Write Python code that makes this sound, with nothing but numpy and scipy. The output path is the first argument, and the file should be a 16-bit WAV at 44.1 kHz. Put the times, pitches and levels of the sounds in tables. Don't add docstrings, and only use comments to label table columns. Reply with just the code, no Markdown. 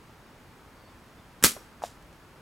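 import sys
import numpy as np
from scipy import signal
from scipy.fft import rfft, irfft, next_fast_len
from scipy.io import wavfile
from scipy.ndimage import map_coordinates

SR = 44100
rng = np.random.default_rng(int(sys.argv[2]) if len(sys.argv) > 2 else 0)


def unload_audio(sound):
    columns = np.transpose(np.atleast_2d(sound))
    steps = np.round(np.clip(columns, -1, 1) * 32767)
    wavfile.write(sys.argv[1], SR, steps.astype(np.int16))


N = 106369


def amp(db):
    return 10 ** (np.asarray(db) / 20)


def unit_rms(x):
    return x / np.sqrt(np.mean(x ** 2) + 1e-20)


def curve_at(points, hz):
    freqs, values = np.transpose(points)
    return np.interp(np.log(hz + 1), np.log(freqs + 1), values)


def since(start_s):
    return np.maximum(np.arange(N) / SR - start_s, 0)


def wobble(rate_hz):
    knots = rng.standard_normal(int(N * rate_hz / SR) + 4)
    return map_coordinates(knots, [np.arange(N) * rate_hz / SR])


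def equalize(x, gain_at):
    size = next_fast_len(N + SR // 2)
    hz = np.fft.rfftfreq(size, 1 / SR)
    return irfft(rfft(x, size) * gain_at(hz), size)[..., :N]


# freq_hz, side_vs_mid_db
COMPACT_WIDTH = [(100, -18), (2000, -13.5), (8000, -15.5), (15000, -4)]
def noise(spectrum, width=COMPACT_WIDTH, tilt_db=0):
    def mid_side_gains(hz):
        octaves = np.log2(np.maximum(hz, 1000) / 1000)
        colour = amp(curve_at(spectrum, hz) + tilt_db * octaves)
        return np.array([colour, colour * amp(curve_at(width, hz))])
    mid, side = equalize(rng.standard_normal((2, N)), mid_side_gains)
    return unit_rms(np.array([mid + side, mid - side]))


def burst(start_s, t60_s, attack_s=.0001, hold_s=0):
    attack = 1 - np.exp(-since(start_s) / attack_s)
    return attack * amp(-60 * since(start_s + hold_s) / t60_s)


def ping(start_s, hz, t60_s, attack_s=.0002):
    return np.sin(2 * np.pi * hz * since(start_s)) * burst(start_s, t60_s, attack_s)


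# freq_hz, relative_db
WIND_SPECTRUM = [(15, -39.5), (25, -7), (55, -1), (110, -4), (140, -3.5), (183, -6.5), (253, -6.5),
                 (389, -10), (421, -10), (684, -13.5), (871, -11.5), (1340, -13.5), (3720, -26.5),
                 (15500, -36.5)]
# freq_hz, side_vs_mid_db
WIND_WIDTH = [(50, -17), (200, -11.5), (600, -16), (1400, -7.5), (4400, -5), (9000, -10.5), (15000, -0.5)]
def wind():
    return amp(-52.5) * noise(WIND_SPECTRUM, WIND_WIDTH)


# start_s, length_s, pitch_hz, level_db
BIRD_CALLS = [(0.709, .26, 4590, -68.5), (0.872, .035, 3540, -67), (1.178, .03, 3520, -66)]
def bird(start_s, length_s, pitch_hz, level_db, sag_hz_per_s=600, waver_hz=55):
    t = since(start_s)
    hz = pitch_hz - sag_hz_per_s * t + waver_hz * wobble(120.8)
    swell = np.sin(np.pi * np.minimum(t / length_s, 1))
    flicker = amp(2 * wobble(51))
    return amp(level_db) * swell * flicker * np.sin(2 * np.pi * np.cumsum(hz) / SR)


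# freq_hz, relative_db
RUBBER_SPECTRUM = [(150, -19), (450, -1.5), (740, -21), (1250, 1.5), (1800, 1), (3000, -5.5), (5000, -6),
                   (7500, 0.5), (11000, -2.5), (14000, -11.5), (16000, -10)]
# start_s, level_db, t60_s, tilt_db_per_octave
BAND_CRACKS = [(1.4265, -21.5, 0.01, -4), (1.4384, -11, 0.0091, 0), (1.4393, 3.5, .006, 1.5),
               (1.4392, -11, .007, -1), (1.4436, -6.5, 0.011, -3), (1.4453, -12.5, 0.048, 3.5),
               (1.4582, -17, 0.021, 0), (1.4667, -13, 0.013, 5)]
def rubber_bands(midway_db=-34, growth_db=18.5):
    release_s, arrival_s = BAND_CRACKS[0][0], BAND_CRACKS[1][0]
    travel = since(release_s) / (arrival_s - release_s)
    in_flight = (travel > 0) & (travel < 1)
    swish_db = midway_db + growth_db * (np.minimum(travel, 1) - 0.5)
    swish = noise(RUBBER_SPECTRUM) * amp(swish_db) * in_flight
    cracks = sum(amp(db) * burst(start, t60) * noise(RUBBER_SPECTRUM, tilt_db=tilt)
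                 for start, db, t60, tilt in BAND_CRACKS)
    return swish + cracks


# start_s, level_db, pitch_hz, t60_s
RECOIL_THUMPS = [(1.427, -26, 230, .03), (1.4382, -21, 480.5, .045), (1.4416, -10, 280, 0.02),
                 (1.4458, -19.5, 185, .04), (1.4623, -22, 309, .025)]
def recoil(low_cut_hz=90):
    thumps = sum(amp(db) * ping(start, hz, t60) for start, db, hz, t60 in RECOIL_THUMPS)
    return signal.sosfilt(signal.butter(1, low_cut_hz, "high", fs=SR, output="sos"), thumps)


# pitch_hz, relative_db, t60_s
SURFACE_MODES = [(239, -3.5, 0.27), (418.4, 6, 0.077), (1300, 2.5, .16), (1650, -6.5, .14),
                 (2170, -16.5, .14), (2423, 6, 0.14), (4574, 9, 0.17), (5660, -1, 0.29), (6500, -6, 0.25),
                 (7280, -1.5, .14), (7500, -1.5, .14), (8060, -3.5, .14), (8460, 3.5, .15),
                 (10500, -3.5, .14)]
# freq_hz, relative_db
WASH_SPECTRUM = [(60, -16.5), (230, 1), (480, -4), (750, -13), (1250, -3), (2400, -5.5), (3300, -2.5),
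                 (7500, -2), (11000, -3), (14000, -9.5), (16000, -14)]
# freq_hz, side_vs_mid_db
WASH_WIDTH = [(150, -15.5), (400, -11.5), (1300, 1.5), (4400, -9), (8000, -11), (15000, -2.5)]
def ringing_surfaces(start_s=1.441):
    modes = 0
    for hz, db, t60 in SURFACE_MODES:
        stereo_gains = amp(db + rng.normal(0, 1, (2, 1)))
        modes += stereo_gains * ping(start_s - rng.uniform(0, .002), hz, t60, attack_s=.002)
    wash = noise(WASH_SPECTRUM, WASH_WIDTH)
    flutter = amp(1.9 * wobble(500))
    envelope = burst(start_s, t60_s=.18, attack_s=.0035)
    return amp(-33) * modes + amp(-12) * envelope * unit_rms(wash * flutter)


def air_puff():
    pan = np.array([[1], [.15]])
    return amp(-15) * ping(start_s=1.4415, hz=80, t60_s=.062, attack_s=.0065) * pan


# freq_hz, relative_db
BLOW_SPECTRUM = [(230, -7), (360, 2), (650, -3), (1250, -0.5), (2000, -13), (5000, -22), (16000, -39)]
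def dull_blows(blows, noise_db, attack_s):
    total = 0
    for start, db, hz, t60 in blows:
        scuff = amp(noise_db) * burst(start, t60, attack_s) * noise(BLOW_SPECTRUM)
        total += amp(db) * (ping(start, hz, t60, attack_s) + scuff)
    return total


# start_s, level_db, pitch_hz, t60_s
HAND_SLAPS = [(1.5652, -31.5, 580, .025), (1.5715, -43, 400, 0.058), (1.6065, -43, 460, .025)]
def band_slaps():
    return dull_blows(HAND_SLAPS, noise_db=-7, attack_s=.00033)


# start_s, level_db, pitch_hz, t60_s
TARGET_KNOCKS = [(1.8207, -22, 820, 0.0072), (1.8257, -36, 867, 0.046), (1.8373, -11.5, 720, 0.013),
                 (1.847, -28, 684, 0.024)]
def target(low_cut_hz=314):
    knocks = dull_blows(TARGET_KNOCKS, noise_db=-11, attack_s=.0004)
    return signal.sosfilt(signal.butter(2, low_cut_hz, "high", fs=SR, output="sos"), knocks)


# freq_hz, relative_db
LEAF_SPECTRUM = [(300, -19), (1500, -9), (3000, 1), (7000, 2), (11000, -4.5), (15500, -16)]
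# start_s, level_db, t60_s
LEAF_LANDINGS = [(2.024, -55, .02), (2.127, -62.5, 0.088)]
def leaves():
    spray = amp(-49) * burst(start_s=1.824, t60_s=.26, attack_s=.00299, hold_s=.04)
    landings = sum(amp(db) * burst(start, t60) for start, db, t60 in LEAF_LANDINGS)
    rustle = unit_rms(noise(LEAF_SPECTRUM) * amp(2.5 * wobble(900)))
    return (spray + landings) * rustle


# freq_hz, t60_s
TREE_DECAY = [(100, .6), (1000, 0.79), (6000, 0.48), (15000, .45)]
def tree_echo(send, predelay_s=.015, width=.5):
    hz, t, spectrum = signal.stft(rng.standard_normal((2, SR // 2)), SR, nperseg=256)
    decay = amp(-60 * t / curve_at(TREE_DECAY, hz)[:, None])
    mid, side = signal.istft(spectrum * decay, SR, nperseg=256)[1]
    tail = np.pad([mid + width * side, mid - width * side], ((0, 0), (int(predelay_s * SR), 0)))
    return signal.fftconvolve(send, tail / np.linalg.norm(tail[0]), axes=1)[:, :N]


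def scene(shot_send_db=-27, hit_send_db=-25.5):
    shot = rubber_bands() + recoil() + air_puff() + ringing_surfaces() + band_slaps()
    hit = target() + leaves()
    echo = tree_echo(amp(shot_send_db) * shot + amp(hit_send_db) * hit)
    birds = sum(bird(*call) for call in BIRD_CALLS)
    return shot + hit + echo + birds + wind()


# freq_hz, side_gain_db
MIC_SIDE_EQ = [(400, -1), (650, -14.5), (1000, -2.5), (5500, 2), (7000, -21.5), (8800, -0.5)]
def record(dry, ceiling=.92, high_cut_hz=15900, edge_hz=70):
    mid = dry.mean(axis=0)
    side = equalize(dry - mid, lambda hz: amp(curve_at(MIC_SIDE_EQ, hz)))
    clipped = np.clip(mid + side, -ceiling, ceiling)
    return equalize(clipped, lambda hz: (1 - np.tanh((hz - high_cut_hz) / edge_hz)) / 2)


dry = scene()
out = record(dry)
unload_audio(out)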